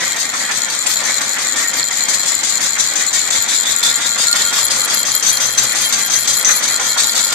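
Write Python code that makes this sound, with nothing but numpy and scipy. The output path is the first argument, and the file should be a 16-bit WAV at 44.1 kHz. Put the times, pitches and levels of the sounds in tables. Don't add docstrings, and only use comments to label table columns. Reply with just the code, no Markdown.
import sys
import numpy as np
from scipy import signal
from scipy.fft import rfft, irfft, next_fast_len
from scipy.io import wavfile
from scipy.ndimage import uniform_filter1d

SR = 44100
rng = np.random.default_rng(int(sys.argv[2]) if len(sys.argv) > 2 else 0)


def output_pcm(signal):
    pcm = np.clip(np.atleast_2d(signal).T, -1, 1) * 32767
    wavfile.write(sys.argv[1], SR, np.round(pcm).astype(np.int16))


N = 323694
TIME_S = np.arange(N) / SR
FFT_SIZE = next_fast_len(N, real=True)
FREQS_HZ = np.maximum(np.fft.rfftfreq(FFT_SIZE, 1 / SR), 1)
TURN_S, ENGAGE_S = .17463, -.0142

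# time_s, bearing_deg
WALK = [(0, -3), (1, 14), (2, 33.5), (3, 31), (3.75, 59), (4.3, 70), (4.8, 81), (6, 94), (6.5, 81.5),
        (7.34, 73)]
# turn_share, push_db, return_db, slide_db
CRANK_CYCLE = [(0, 10, -32, 6.5), (.055, 7, -33, 3.5), (.16, 7.5, -34, 4.5), (.36, 6.5, 2, 5.5),
               (.47, 3, -1, 4.5), (.6, -4.5, 2.5, 3.5), (.8, -5, 1, 3), (.9, 0, -2.5, 3.5),
               (1, -11, -24.5, 3)]

# start_s, level_db
FRAME_JOLTS = [(4.26, -26.5)]
# pitch_hz, width_hz, level_db
FRAME_MODES = [(204, 12, -5.5), (531, 28, -4), (1164, 21, 0.5), (1866, 16, 5), (5620, 37, -1),
               (8515, 30, 3)]
# freq_hz, level_db
FRAME_COLOUR = [(30, -48), (90, -21), (140, -12.5), (250, -5.5), (390, -12), (520, -9), (800, -6),
                (1250, -5.5), (1950, 1.5), (2400, -2.5), (2750, -17.5), (3400, -5.5), (7300, -15),
                (11000, -28.5)]
# pitch_hz, width_hz, level_db
TABLE_MODES = [(530, 196, -6), (860, 120, -6), (1256, 380, -1)]
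# pitch_hz, width_hz, level_db
LANDING_MODES = [(310, 54, -4.5), (760, 390, -1.5), (1780, 1220, 0.5)]
# start_s, level_db, centre_hz
SLIDE_KNOCKS = [(0.336, -22, 1300), (0.491, -19, 1790), (1.205, -23, 1220), (1.362, -23, 1860),
                (2.762, -21.5, 1770), (3.515, -21.5, 1850), (6.488, -14.5, 1660), (6.8, -23, 960),
                (6.959, -20, 1230)]
# start_s, level_db
LOW_BUMPS = [(3.38, -39), (4.44, -40), (4.63, -43)]

# start_s, level_db
LEVER_CLINKS = [(4.282, -9), (4.3275, -6), (4.682, -13)]
# pitch_hz, decay_s, level_db
STOP_MODES = [(4290, 0.0021, 1.5), (3554, 0.0013, -8), (5700, 0.0011, -5), (8460, 0.0012, -1.5)]
# time_s, tip_db, lever_db
HARD_DROPS = [(1.684, -9, -27), (1.8295, -28, -8), (2.037, -7.5, -15), (2.3513, -6, -24), (3.7631, -5, -30),
              (3.9577, -6, -38), (4.3293, -11, -12.5), (4.9933, -15, -17.5), (5.1773, -11, -16.5),
              (5.3717, -10, -10), (7.0948, -15, -8)]
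# pitch_hz, decay_s, level_db
TIP_MODES = [(7050, 0.002, 1.5), (7750, 0.00062, 3), (12750, 0.0022, -12), (9300, 0.0021, -17.5),
             (11660, 0.0056, -23)]
# pitch_hz, decay_s, level_db
LEVER_MODES = [(4180, 0.0027, -1), (4910, 0.0014, -4), (3480, 0.0012, -25)]
# pitch_hz, width_hz, level_db
BOUNCE_MODES = [(7040, 610, 6.8), (4160, 270, 8.7)]
# pitch_hz, width_hz, level_db
SPRING_MODES = [(10120, 153, 10.5), (12720, 150, 8)]

# start_s, level_db
PAWL_BITES = [(2.086, 3), (2.796, 10.5), (3.829, -2), (5.408, -4), (5.578, 11.5), (5.755, 4.5)]
# pitch_hz, width_hz, level_db
GEAR_MODES = [(3800, 26, 5), (4475, 44, 9.5), (4920, 100, 5), (5515, 31, 4.5), (7360, 110, 5.5),
              (10220, 110, -1.5), (12130, 74, -0.5)]
# freq_hz, level_db
GEAR_COLOUR = [(400, -16), (1000, -6.5), (2000, -7), (2850, -5.5), (3500, 2), (4500, 2.5), (5700, -1.5),
               (6700, 2), (7400, -0.5), (8300, -2), (9300, -8), (11000, -15), (12500, -18.5)]
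# pitch_hz, width_hz, level_db
RIM_MODES = [(3524, 70, -1.5), (3790, 17.5, 1.5)]
# pitch_hz, width_hz, level_db
PRESSED_PAWL_MODES = [(7155, 280, 0)]
# pitch_hz, width_hz, level_db
SQUEAL_MODES = [(6195, 60, -1.5), (6150, 810, -17)]
# time_s, boost_db
SQUEAL_STROKES = [(.74, 4), (2.84, 6), (3.0, 3), (5.27, 5.5), (5.45, 5), (6.5, 7)]

# freq_hz, left_minus_right_db
PORT_BALANCE = [(40, 0), (120, -3.5), (400, -2.5), (1200, -1.5), (4200, -2.5), (5300, 3.9), (6200, 10.6),
                (7200, 14.7), (8500, 11), (10200, 8.9), (12800, 12)]
# freq_hz, correlation
PORT_LIKENESS = [(30, 0.1), (130, 0.66), (400, 0.89), (1000, 0.48), (2000, 0.27), (5000, 0.018)]


def undb(db):
    return 10 ** (np.asarray(db) / 20)


def unit(x):
    return x / np.sqrt(np.mean(x ** 2))


def along(table, at):
    first, *columns = np.transpose(table)
    return [np.interp(at, first, column) for column in columns]


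def over_hz(points):
    hz, value = np.transpose(points)
    return np.interp(np.log(FREQS_HZ), np.log(hz), value)


def wobble(rate_hz):
    knots_s = np.arange(int(8 * rate_hz) + 2) / rate_hz
    return np.interp(TIME_S, knots_s, rng.standard_normal(N)[:len(knots_s)])


def grit(rate_hz, spread_db):
    return undb(spread_db * wobble(rate_hz))


def crank(time_s):
    return (time_s - ENGAGE_S) / TURN_S


def each_turn(turn, spread_db):
    return spread_db * rng.standard_normal(100)[turn.astype(int)]


def pumped(turn, peak_share, depth_db):
    return depth_db * np.cos(2 * np.pi * (turn - peak_share))


def facing(best_deg, width_deg, away_db):
    bearing_deg, = along(WALK, TIME_S)
    return away_db * (1 - np.exp(-((bearing_deg - best_deg) / width_deg) ** 2))


def blows(table, decay_s):
    ages = [np.maximum(TIME_S - start_s, 0) / decay_s for start_s, _ in table]
    return sum(undb(db) * age * np.exp(1 - age) for age, (_, db) in zip(ages, table))


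def resonances(modes, colour=None):
    power = 0
    for hz, width_hz, db in modes:
        offset = (FREQS_HZ - hz) / (.78 * width_hz)
        power += undb(db) ** 2 * np.minimum(FREQS_HZ / hz, 1) / (1 + offset ** 2) ** 2
    return np.sqrt(power + (0 if colour is None else undb(over_hz(colour)) ** 2))


def shake(force, body_gain):
    cepstrum = irfft(np.log(body_gain + body_gain.max() / 1e4), FFT_SIZE)[:FFT_SIZE // 2]
    minimum_phase = np.exp(rfft(np.r_[cepstrum[0], 2 * cepstrum[1:]], FFT_SIZE))
    mid, side = rfft(force * rng.standard_normal((2, N)), FFT_SIZE) * minimum_phase
    alike = np.clip(over_hz(PORT_LIKENESS), 0, 1)
    ports = mid * np.sqrt(1 + alike) + np.array([[1], [-1]]) * side * np.sqrt(1 - alike)
    return unit(irfft(ports, FFT_SIZE)[:, :N])


def strike(starts_s, levels_db, modes, detune_cycles, scatter_db, size=1536):
    out, age_s = np.zeros((2, N + size)), np.arange(size) / SR
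    for hz, decay_s, mode_db in modes:
        draws = rng.standard_normal((len(starts_s), 5))
        envelope = (age_s / decay_s * np.exp(1 - age_s / decay_s)) ** 2
        for start_s, tap_db, draw in zip(starts_s, levels_db, draws):
            i = int(np.clip(start_s * SR, 0, N))
            pitch_hz = hz + draw[0] * detune_cycles / decay_s
            ring = envelope * np.sin(2 * np.pi * (pitch_hz * age_s + draw[1:3, None]))
            out[:, i:i + size] += undb(tap_db + mode_db + scatter_db * draw[3:, None]) * ring
    return out[:, :N]


def drone(pitch_hz, width_hz, flutter_db):
    wander_rad = np.cumsum(rng.standard_normal(N)) * np.sqrt(2 * np.pi * width_hz / SR)
    phase_rad = 2 * np.pi * pitch_hz * TIME_S + uniform_filter1d(wander_rad, size=200)
    apart_rad = 2.7055 * wobble(rate_hz=6) * min(pitch_hz / 1500, 1)
    return unit(np.sin([phase_rad, phase_rad + apart_rad]) * grit(np.pi * width_hz, flutter_db))


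def jangle(x, path_gain, longest_s, change_hz, paths=8):
    out = x.copy()
    treble = signal.sosfilt(signal.butter(2, 1200, "high", fs=SR, output="sos"), x)
    for lag in (rng.uniform(.1, 1, paths) * longest_s * SR).astype(int):
        delayed = np.pad(treble, ((0, 0), (lag, 0)))[:, :N]
        out += path_gain / np.sqrt(paths) * wobble(change_hz) * delayed
    return unit(out)


def motor(turn):
    hum_db = -46.5 + facing(best_deg=96, width_deg=26, away_db=-8)
    hum_db += pumped(turn, peak_share=0.38, depth_db=3.5)
    drive_db = -54 + pumped(turn, peak_share=0.099, depth_db=2.5)
    hum = undb(hum_db) * drone(pitch_hz=122, width_hz=6, flutter_db=4)
    drive = undb(drive_db) * drone(pitch_hz=212.2, width_hz=14, flutter_db=6.5)
    return hum + drive


def frame_and_wheel(turn):
    frame_db = -33.5 + facing(best_deg=72, width_deg=25, away_db=-10)
    frame_db += pumped(turn, peak_share=0.83, depth_db=2)
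    frame_gain = undb(frame_db) + blows(FRAME_JOLTS, decay_s=0.044)
    frame = frame_gain * drone(pitch_hz=1403, width_hz=11, flutter_db=2.5)
    wheel_db = -31.5 + facing(best_deg=90, width_deg=29, away_db=-7)
    wheel_db += pumped(turn, peak_share=.75, depth_db=2.5)
    wheel = undb(wheel_db) * drone(pitch_hz=3232, width_hz=21, flutter_db=4)
    return frame + wheel


def low_bumps():
    force = blows(LOW_BUMPS, decay_s=0.0083)
    return np.sqrt(np.mean(force ** 2)) * shake(force, resonances([(75, 54, 0)]))


def guide_knocks():
    out = 0
    for start_s, level_db, centre_hz in SLIDE_KNOCKS:
        band = signal.butter(2, centre_hz * np.exp([-.275, .275]), "band", fs=SR, output="sos")
        noise = unit(signal.sosfilt(band, rng.standard_normal((2, N))))
        out += blows([(start_s, level_db)], decay_s=0.0095) * noise
    return out


def blade_slide(turn, slide_db):
    stroke_db = each_turn(turn + 0.43, spread_db=1.17) + facing(best_deg=0, width_deg=8.1, away_db=-2.5)
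    force = undb(slide_db + 0.84 * stroke_db)
    force *= grit(rate_hz=500, spread_db=2) * grit(rate_hz=59, spread_db=1.5)
    frame = shake(force, resonances(FRAME_MODES, FRAME_COLOUR))
    frame = jangle(frame, path_gain=1, longest_s=.012, change_hz=12)
    age = (turn + .12) % 1 / 0.11
    landing = shake(undb(stroke_db) * age * np.exp(-age), resonances(LANDING_MODES))
    table = shake(force, resonances(TABLE_MODES)) * undb(facing(best_deg=80, width_deg=11, away_db=-9))
    return undb(-24) * frame + undb(-35) * landing + undb(-31.5) * table


def lever_clinks():
    return strike(*np.transpose(LEVER_CLINKS), STOP_MODES, detune_cycles=0.053, scatter_db=5)


def ratchet(turn, return_db, teeth_hz=92, drop_spread_db=2.5):
    hard_s, hard_tip_db, hard_lever_db = np.transpose(HARD_DROPS)
    drops_s = np.cumsum(np.exp(.25 * rng.standard_normal(1000))) / teeth_hz
    clear_of_hard = np.abs(drops_s[:, None] - hard_s).min(axis=1) > .006
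    drops_s = drops_s[(drops_s < TIME_S[-1]) & clear_of_hard]
    starts_s = np.r_[hard_s, drops_s] - .001
    rattle_db = return_db + each_turn(turn, spread_db=0.67)
    rattle_db += facing(best_deg=57, width_deg=40, away_db=-5)
    drop_db = np.interp(drops_s, TIME_S, rattle_db) - 18
    drop_db += drop_spread_db * rng.standard_normal(len(drops_s))
    lever_facing_db = np.interp(drops_s, TIME_S, facing(best_deg=82, width_deg=19, away_db=-5))
    tip_db = np.r_[hard_tip_db - 4, drop_db]
    lever_db = np.r_[hard_lever_db + 1, drop_db + lever_facing_db]
    tip = strike(starts_s, tip_db, TIP_MODES, detune_cycles=0.077, scatter_db=0.5)
    lever = strike(starts_s, lever_db, LEVER_MODES, detune_cycles=.12, scatter_db=1.5)
    bounces = shake(undb(rattle_db) * grit(rate_hz=700, spread_db=7.5), resonances(BOUNCE_MODES))
    spring = shake(undb(2.2 * return_db) * grit(teeth_hz, spread_db=5), resonances(SPRING_MODES))
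    spring *= undb(facing(best_deg=84, width_deg=17, away_db=-17.5))
    return tip + lever + undb(-26.5) * bounces + undb(-27.5) * spring


def feed_gear(turn, push_db):
    contact = grit(rate_hz=170, spread_db=2) * grit(rate_hz=3000, spread_db=2)
    push = undb(push_db + each_turn(turn, spread_db=0.86)) + blows(PAWL_BITES, decay_s=0.0041)
    force = contact * push
    scrape_db = facing(best_deg=68, width_deg=55, away_db=-6.5)
    scrape = shake(force * undb(scrape_db), resonances(GEAR_MODES, GEAR_COLOUR))
    scrape = jangle(scrape, path_gain=3, longest_s=.009, change_hz=14)
    squeal_db = each_turn(turn, spread_db=2.5) + facing(best_deg=97.6, width_deg=18, away_db=-7.5)
    for time_s, boost_db in SQUEAL_STROKES:
        squeal_db[turn.astype(int) == int(crank(time_s))] += boost_db
    squeal = shake(contact * push ** 1.4 * undb(squeal_db), resonances(SQUEAL_MODES))
    rim = shake(force, resonances(RIM_MODES)) * undb(facing(best_deg=58, width_deg=21, away_db=-18.5))
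    pawl = shake(force, resonances(PRESSED_PAWL_MODES))
    pawl *= undb(facing(best_deg=44, width_deg=43, away_db=-24))
    return undb(-21.5) * scrape + undb(-26) * squeal + undb(-24) * rim + undb(-25.5) * pawl


def scene():
    turn = crank(TIME_S)
    push_db, return_db, slide_db = along(CRANK_CYCLE, turn % 1)
    dead_point = np.exp(-((turn % 1 - .93) / 0.087) ** 2)
    lull_db = each_turn(turn + 0.43, spread_db=0.9) * dead_point
    gear = feed_gear(turn, push_db + lull_db) + ratchet(turn, return_db + lull_db) + lever_clinks()
    blade = blade_slide(turn, slide_db + 0.31 * lull_db) + guide_knocks()
    return gear + blade + low_bumps() + frame_and_wheel(turn) + motor(turn)


def record(dry):
    balance_db = over_hz(PORT_BALANCE)
    port_gains = undb(np.array([balance_db, -balance_db]) / 2)
    ports = irfft(rfft(dry, FFT_SIZE) * port_gains, FFT_SIZE)[:, :N]
    rounded = ports / (1 + ports ** 4) ** .25
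    top_hz = 13150
    return signal.sosfilt(signal.ellip(10, .2, 70, top_hz, fs=SR, output="sos"), rounded)


dry = scene()
out = record(dry)
output_pcm(out)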